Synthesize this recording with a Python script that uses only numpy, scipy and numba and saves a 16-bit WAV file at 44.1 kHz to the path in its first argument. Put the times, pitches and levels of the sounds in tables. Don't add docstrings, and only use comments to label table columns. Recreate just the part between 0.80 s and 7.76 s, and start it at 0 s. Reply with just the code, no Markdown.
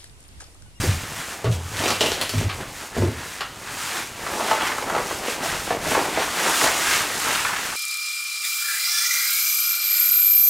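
import sys
import numpy as np
from scipy import signal
from scipy.fft import rfft, irfft, next_fast_len
from scipy.io import wavfile
from scipy.ndimage import uniform_filter1d
from numba import njit

SR = 44100
rng = np.random.default_rng(int(sys.argv[2]) if len(sys.argv) > 2 else 0)


def inscribe(sig):
    pcm = np.round(np.clip(np.atleast_2d(sig).T, -1, 1) * 32767)
    wavfile.write(sys.argv[1], SR, pcm.astype(np.int16))


def to_linear_factor(level_db):
    exponent = np.asarray(level_db, float) / 20
    return 10 ** exponent


N = 306847
TIME = np.arange(N) / SR

# f/Hz, spectral level/dB [per Hz]
LINING_SPECTRUM = [(1470, -11), (2500, -5.5), (3630, -5.5), (6810, -3.5), (8730, -5.5), (13000, -12.5),
                   (15200, -15.5), (16000, -22)]
HIDE_SPECTRUM = [(700, -8), (1300, 2.5), (2000, 0.5), (3500, -5), (5000, -10.5), (8000, -38)]
CRUMPLE_SPECTRUM = [(80, -29), (170, -5.5), (300, 0), (600, -1.5), (900, -2), (1300, -5.5), (2000, -11.5),
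                    (3500, -27)]
FLAP_SPECTRUM = [(15, -23), (30, -2), (50, -2.5), (90, 1.5), (150, -0.5), (250, -7.5), (500, -18)]
# peak t/s, level/dB, 10 dB rise t/s, 10 dB fall
# t/s, hide over lining/dB
SLIDES = [(0.02, -31, .1, .22, 3), (0.406, -38, .4, .25, 3), (0.544, -41, .3, .06, 1),
          (0.655, -54, .01, .06, 19), (0.741, -38, .06, .04, -9), (0.887, -44, .1, .3, 2),
          (1.006, -34.5, .07, .2, 8), (1.11, -32.5, .25, .11, -1), (1.216, -34.5, .04, .25, 6),
          (1.326, -34, .25, .08, -2), (1.422, -35, .03, .08, 6), (1.622, -37, .4, .07, 2),
          (1.70, -47, .008, .05, 19), (1.744, -42, .06, .25, 0), (1.814, -48, .1, .14, 11),
          (2.012, -40.5, .2, .17, 3), (2.18, -38, .05, .14, 6), (2.45, -43, .3, .4, 6),
          (2.55, -41, .4, .1, 5), (2.616, -50, .006, .04, 19), (2.95, -41, .25, .3, 6),
          (3.028, -35, .17, .25, -1), (3.178, -33.5, .25, .12, 4),
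          (3.52, -37, .2, .4, 5), (3.71, -34, .35, .16, 5), (3.86, -34.5, .2, .13, 7),
                        (3.99, -38.5, .2, .3, 0), (4.32, -36, .5, .25, 2), (4.5, -32.5, .1, .11, 5),
                        (4.646, -32, .05, .35, 3), (4.932, -38, .15, .06, 2), (5.108, -29.5, .1, .25, 2),
                        (5.43, -32, .22, .17, 5), (5.6, -30, .15, .3, 5), (5.742, -25.5, .2, .3, 1),
                        (5.844, -21.5, .09, .055, -1), (5.988, -30, .3, .3, 0), (6.142, -25, .25, .17, 4),
                        (6.412, -30.5, .2, .4, 1), (6.56, -29, .3, .25, 5), (6.85, -34, .4, .8, 2)]
# peak t/s, level/dB, 10 dB rise t/s, 10 dB fall t/s,
# fold resonance f/Hz
CREASES = [(0.036, -31, .035, .12, 580), (0.21, -41, .1, .2, 880), (0.43, -37, .25, .5, 900),
           (0.57, -38, .3, .12, 600), (0.741, -35, .12, .06, 424),
           (1.006, -28.5, .06, .2, 400), (1.11, -23, .15, .05, 694),
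           (1.216, -29, .012, .2, 380), (1.422, -33, .1, .07, 700), (1.63, -33, .15, .2, 330),
           (1.71, -35, .04, .05, 815), (1.814, -35, .09, .1, 586), (2.012, -39.5, .2, .4, 883),
           (2.19, -38, .1, .35, 440), (2.42, -42, .3, .5, 1020), (2.614, -32, .008, .05, 700),
           (2.98, -37.5, .35, .3, 1080), (3.178, -35, .18, .12, 1060),
           (3.52, -29.5, .11, .5, 760), (3.71, -27.5, .3, .08, 820),
                         (3.84, -31, .2, .25, 1070), (4.15, -27, .3, .2, 800), (4.35, -31.5, .2, .3, 620),
                         (4.62, -31, .5, .4, 760), (4.8, -34, .3, .12, 900), (5.108, -28.5, .17, .3, 582),
                         (5.19, -26, .2, .22, 800), (5.42, -29.5, .1, .2, 900),
                         (5.698, -22.5, .19, .1, 900), (5.844, -19, .05, .035, 708),
                         (5.79, -29, .2, .3, 850), (6.0, -29.5, .2, .5, 850), (6.17, -31.5, .4, .4, 1100),
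                         (6.32, -32.5, .2, .2, 681), (6.508, -26, .1, .08, 1030), (6.75, -35, .5, .6, 900)]
# peak t/s, level/dB, 10 dB rise t/s, 10 dB fall t/s
SWINGS = [(0.01, -27, .1, .24), (0.783, -42, .1, .2), (0.95, -32, .06, .17), (1.65, -33, .12, .05),
          (1.8, -41, .25, .11), (2.26, -40, .07, .06), (1.2, -41, .3, .5), (3.5, -47, .2, .6),
          (4.102, -40, .17, .5), (4.68, -41, .3, .4), (5.08, -38, .3, .25), (5.888, -39, .07, .05),
          (6.1, -48, .3, .5), (6.508, -42, .12, .07)]
AT_REST_DB = -52, -54, -50, -48
# t/s, peak level/dB, f/Hz, rasp share/dB, shake t/ms
POPS = [(1.006, -20, 500, -9, 6), (1.021, -18, 550, -9, 7), (1.039, -18, 400, -6, 8),
        (1.059, -15, 450, -6, 8), (1.082, -19, 600, -5, 6), (1.102, -11, 696, -18, 14),
        (1.122, -21, 620, -10, 8), (1.208, -10, 600, -10, 14), (1.234, -11, 450, -13, 10),
        (1.26, -14, 550, -6, 7), (1.285, -19, 541, -4, 8), (1.318, -18, 480, -6, 12),
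        (1.694, -24, 1150, -8, 10), (1.698, -21, 2330, -8, 6), (1.712, -28, 2800, -6, 12),
        (1.807, -22, 401, -9, 5), (2.607, -17.5, 1350, -8, 10),
        (3.426, -23, 550, -9, 6), (3.465, -17, 910, -11, 7), (3.604, -14, 940, -7, 7),
                 (3.684, -16, 900, -4, 8), (3.712, -4, 850, -9, 9), (3.732, -14, 560, -10, 12),
                 (3.748, -16, 700, -6, 8), (3.775, -18, 750, -8, 8), (3.808, -15, 1290, -8, 6),
                 (3.818, -20, 2600, -8, 8), (3.836, -17, 1000, -8, 5), (3.867, -15, 1400, -8, 8),
                 (3.9, -17, 1120, -8, 8), (3.917, -19, 1800, -8, 8), (3.983, -12.5, 800, -18, 7),
                 (4.024, -15.5, 802, -7, 8), (4.083, -20, 900, -10, 6), (4.098, -14, 1000, -14, 8),
                 (4.136, -17, 600, -11, 7), (4.149, -9.5, 870, -18, 11), (4.162, -9.5, 700, -19, 8),
                 (4.18, -12.5, 865, -16, 10), (4.2, -18, 700, -12, 6), (4.31, -15.5, 694, -11, 8),
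        (4.481, -14.5, 445, -12, 7), (4.629, -16, 684, -11, 7), (4.659, -16.5, 604, -12, 6),
              (4.876, -17, 400, -14, 8), (4.905, -7, 600, -22, 11), (4.924, -17, 523, -13, 8),
              (4.947, -15, 560, -18, 4), (4.968, -20, 560, -14, 8), (5.065, -17, 406, -15, 12),
              (5.113, -12, 500, -10, 12), (5.149, -6.5, 1000, -12, 9), (5.168, -11, 700, -14, 6),
              (5.175, -10, 420, -18, 8), (5.189, -9.5, 1090, -12, 11), (5.279, -20, 485, -11, 9),
              (5.374, -6.5, 560, -18, 13), (5.42, -16, 950, -7, 10), (5.659, -12, 1290, -8, 7),
              (5.679, -12, 1280, -15, 7), (5.813, -12, 1400, -8, 6), (5.839, -10, 716, -4, 6),
              (5.86, -9, 700, -8, 8), (5.878, -13, 700, -10, 6),
        (6.11, -14, 1800, -6, 7), (6.135, -13, 2200, -6, 7), (6.205, -15, 1500, -6, 8),
             (6.302, -20.5, 476, -13, 6), (6.446, -18, 1150, -8, 8), (6.474, -15, 1300, -8, 8),
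             (6.489, -20, 700, -4, 7), (6.505, -17, 2500, -6, 10), (6.55, -18, 2700, -6, 10),
             (6.556, -19, 1300, -6, 7), (6.574, -18, 2200, -6, 7), (6.648, -9.5, 1350, -11, 9),
             (6.664, -17, 1500, -8, 8), (6.69, -18, 1200, -8, 10), (6.731, -16, 1150, -10, 9),
             (6.762, -17.5, 1500, -4, 10), (6.856, -24, 1100, -5, 6), (6.925, -22, 1300, -3, 10)]
# t/s, peak level/dB, rattle f/Hz, top share/dB, rattle share/dB
SLAPS = [(0.7162, -25, 1770, -15, -19), (0.7257, -22, 1750, -12, -15), (0.9692, -22, 4320, -15, -10),
         (0.9924, -19, 2480, -22, -17), (1.039, -15, 2230, -16, -5), (1.058, -14.5, 2750, -18, -6),
         (1.0805, -13, 4200, -17, -8), (1.1056, -13.5, 4160, -15, -11), (1.2082, -4, 2720, -22, -17),
         (1.2615, -14.5, 2950, -13, -7), (1.3185, -16, 4270, -21, -11), (1.4133, -10.5, 3150, 5, -13),
         (1.494, -12.5, 1470, -4, -22), (1.5823, -18, 2270, -11, -12), (1.693, -29, 2330, -24, -9),
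         (2.6082, -22, 1300, -30, -6), (3.8738, -17, 1530, -14, -6)]
# t/s, peak level/dB, f/Hz, click share/dB
KNOCKS = [(0.038, -19.5, 322, 4), (0.055, -23.5, 420, -4), (0.644, -17, 342, 1), (0.669, -17.5, 328, -7),
          (1.538, -23, 201.2, 5), (2.1665, -17.5, 300, -14), (2.18, -25, 300, -8), (2.2225, -15, 300, -6),
          (1.612, -23, 300, -12), (2.199, -26, 330, -10), (2.25, -28, 330, -10), (2.277, -27, 330, -10)]
# peak t/s, level/dB, 10 dB rise t/s, 10 dB fall t/s, f/Hz
BOARDS = [(0.002, -17, .01, .009, 109), (0.096, -13, .019, .022, 99), (0.135, -26, .02, .045, 82),
          (0.4, -46, .6, .03, 108), (0.665, -20, .008, .05, 120), (0.705, -14.5, .04, .03, 115),
          (0.75, -24, .015, .075, 84), (0.86, -29, .06, .025, 86), (0.96, -34, .05, .04, 104),
          (1.018, -35, .025, .2, 99), (1.316, -37, .05, .06, 84), (1.45, -44, .12, .06, 99),
          (1.562, -24, .028, .05, 107), (1.588, -16, .035, .018, 101), (1.668, -17.5, .018, .015, 98),
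          (1.76, -38, .06, .02, 97), (2.215, -17, .022, .045, 100), (2.288, -19.5, .08, .012, 92),
          (2.418, -50, .2, .055, 110)]
# delay t/ms, level/dB
NEAR_ECHOES = [
    (4.6, -7.5),
    (7.9, -10),
    (12.5, -14.5),
]
# f/Hz, 60 dB decay t/s
ROOM = [(150, 0.48), (400, 0.29), (1000, 0.21), (2500, 0.5), (6000, 0.22), (13000, 0.1)]


def cloth():
    slides = SLIDES
    hide_slides = [(s, db + over, rise, fall) for s, db, rise, fall, over in slides]
    slide, rub = strokes(slides)[0], strokes(hide_slides)[0]
    crease, fold_hz = strokes(CREASES)
    swing = strokes(SWINGS)[0]
    sizes = np.hypot([slide, rub, crease, swing], to_linear_factor(np.array(AT_REST_DB))[:, None])
    lining = level(colour(slips(14000, 0.4, 25, 0.53), LINING_SPECTRUM), 2.05)
    hide = level(colour(slips(5000, 0.8, 22, 2.05), HIDE_SPECTRUM), -.4)
    crumple = level(colour(slips(1800, 0.98, 18, 1.6), CRUMPLE_SPECTRUM), -3.2)
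    flap = level(colour(slips(400, 1.8, 9, 2.2), FLAP_SPECTRUM), 0.39)
    crumple = crumple + 0.6 * hollow(crumple, fold_hz, 2.04)
    wandering_hz = 1700 * np.exp(.3 * walk(14))
    hide = .84 * hide + 0.4 * hollow(hide, wandering_hz, 4.1)
    rustle = lining * sizes[0] + hide * sizes[1] + crumple * sizes[2]
    return rustle, flap * sizes[3]


def pops(grit):
    out, ms = np.zeros(N), TIME[:4096] * 1000
    rise_ms, tail_ms, tail_db = .3, 14, -18
    for s, db, hz, rasp_db, shake_ms in POPS:
        shake = np.exp(-(ms / shake_ms) ** 4.0)
        after_shake = to_linear_factor(tail_db) * np.exp(-ms / tail_ms)
        push = burst(grit[0], s, 0.065, front=0) * (shake + after_shake) * (1 - np.exp(-ms / rise_ms))
        push[20] += 4.5
        fold = band(band(push, hz, 480 + .4 * hz), hz, 700 + .6 * hz)
        rasp = band(push, 2020, 1700)
        add(out, s, peak(fold, db - 0.8) + peak(rasp, db + rasp_db - 1.5))
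    return out


def slaps(grit):
    out = np.zeros(N)
    for s, db, hz, top_db, rattle_db in SLAPS:
        body_width = min(20000 * to_linear_factor(top_db / 2), 12000)
        body = band(band(burst(grit[1], s, 0.0028, front=1.0), 3000, 3600), 3300, body_width)
        rattle = band(band(burst(grit[2], s, 0.024, front=0.045), hz, 0.45 * hz), hz, 0.55 * hz)
        thump = band(burst(grit[3], s, 0.0019, front=0.49), 580, 750)
        thump_db = db + 4.5 + .6 * rattle_db
        top = band(band(burst(grit[1], s, 0.0012, front=0.46), 8500, 9000), 8500, 12000)
        struck = peak(body, db + 6.0) + peak(rattle, db + rattle_db - .3)
        add(out, s, struck + peak(thump, thump_db) + peak(top, db + top_db - 6.0))
    return out


def knocks(grit):
    out = np.zeros(N)
    for s, db, hz, click_db in KNOCKS:
        wood = band(band(burst(grit[1], s, 0.014, front=0.56), hz, 1.05 * hz), hz, 1.06 * hz)
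        thud = band(band(burst(grit[2], s, 0.028, front=.1), 88, 40), 84, 50)
        click = band(burst(grit[3], s, 0.008, front=0.43), 1500, 2500)
        add(out, s, peak(wood, db + 2.0) + peak(click, db + click_db + .7) + peak(thud, db - 3.5))
    return out


def boards():
    size, hz = strokes(BOARDS)
    phase = 2 * np.pi * np.cumsum(hz) / SR
    size = uniform_filter1d(size, 200)
    overtone = to_linear_factor(-15) * to_linear_factor(4.2 * walk(27)) * np.sin(1.5 * phase)
    return np.sqrt(2) * size * (np.sin(phase) + overtone)


def near_echoes(x):
    out = x.copy()
    for ms, db in NEAR_ECHOES:
        add(out, ms / 1000, x * to_linear_factor(db))
    return out


def room(x, gap_s=0.0074):
    t, out, hop = TIME[:16384], np.zeros(N), 4096
    padded = np.pad(x, (hop, 2 * hop))
    swarms = np.array([band(rng.standard_normal(N + 6 * hop), hz, 0.94 * hz) for hz, _ in ROOM])
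    fades = np.array([np.exp(-np.log(1000) * t / t60) / np.sqrt(t60) for _, t60 in ROOM])
    fades = fades * (1 - np.exp(-t / gap_s))
    for start in range(0, N + hop, hop):
        tail = np.sum(swarms[:, start:start + len(t)] * fades, axis=0)
        piece = padded[start:start + 2 * hop] * signal.windows.hann(2 * hop, sym=False)
        echo = signal.fftconvolve(piece, tail / np.sqrt(np.sum(tail ** 2)))
        add(out, max(start - hop, 0) / SR + 1e-9, echo[max(hop - start, 0):])
    return out


def slips(rate, scatter_db, flicker_hz, flicker_db):
    when, size, sign = rng.random(N), rng.exponential(size=N), rng.standard_normal(N)
    size_db = scatter_db * np.minimum(size, 4) + flicker_db * walk(flicker_hz)
    return (when < rate / SR) * sign * to_linear_factor(size_db)


def strokes(rows):
    skirt, merge = .25, 3
    grid = np.arange(0, N / SR, .001)
    s, db, rise, fall, last = (c[:, None] for c in np.array(rows)[:, [0, 1, 2, 3, -1]].T)
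    away = np.maximum((s - grid) / rise, (grid - s) / fall)
    stroke_db = np.maximum(db - 10 * (away + skirt * away ** 3), -150) - 1e-3 * away
    weight = to_linear_factor(stroke_db) ** merge
    total = weight.sum(axis=0)
    blend = (weight * last).sum(axis=0) / total
    return np.interp(TIME, grid, total ** (1 / merge)), np.interp(TIME, grid, blend)


@njit
def hollow(x, hz, sharp):
    y, b, l = np.empty(len(x)), 0., 0.
    for i in range(len(x)):
        g = np.tan(np.pi * hz[i] / SR)
        v = (b + g * (x[i] - l)) / (1 + g * (g + 1 / sharp))
        b, l, y[i] = 2 * v - b, l + 2 * g * v, v / sharp
    return y


def burst(grit, s, decay_s, front=2.2):
    start = int(s * 100) * 441
    push = grit[start:][:4096] * np.exp(-np.arange(4096) / SR / decay_s)
    push[0] = front * np.sqrt(decay_s * SR)
    return push


def walk(rate):
    k = int(SR / rate)
    return uniform_filter1d(np.repeat(rng.standard_normal(N // k + 1), k), k)[:N]


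def band(x, hz, width):
    return signal.lfilter(*signal.iirpeak(min(hz, .45 * SR), hz / width, fs=SR), x)


def colour(x, points):
    hz, db = np.transpose(points)
    size = next_fast_len(len(x))
    grid = np.log(np.arange(size // 2 + 1) * SR / size + 1)
    gain = to_linear_factor(np.interp(grid, np.log(hz), db, -120, -120))
    return irfft(rfft(x, size) * gain, size)[:len(x)]


def level(x, db):
    return x * to_linear_factor(db) / np.sqrt(np.mean(x ** 2))


def peak(x, db):
    return x * to_linear_factor(db) / np.max(np.abs(x))


def add(out, s, sound):
    i = int(s * SR)
    out[i:i + len(sound)] += sound[:len(out) - i]


def scene():
    rustle, flap = cloth()
    grit = rng.standard_normal((4, N + 4096))
    folds, ticks, heels = pops(grit), slaps(grit), knocks(grit)
    walls = room(0.34 * rustle + to_linear_factor(-4) * folds + to_linear_factor(-1.5) * ticks + to_linear_factor(-1.5) * heels)
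    contacts = near_echoes(ticks + heels + .6 * folds) + .4 * folds
    mono = 1.046 * rustle + contacts + walls + flap + boards()
    return np.array([mono, mono])


def band_limit(x):
    return signal.sosfilt(signal.butter(12, 16320, fs=SR, output="sos"), x)


def record(dry):
    ceiling = .52
    rounded = ceiling * np.tanh(dry / ceiling)
    top_cut = signal.ellip(8, .2, 60, 15920, fs=SR, output="sos")
    mix = signal.sosfilt(top_cut, rounded)
    return band_limit(mix)


dry = scene()
out = record(dry)
inscribe(out)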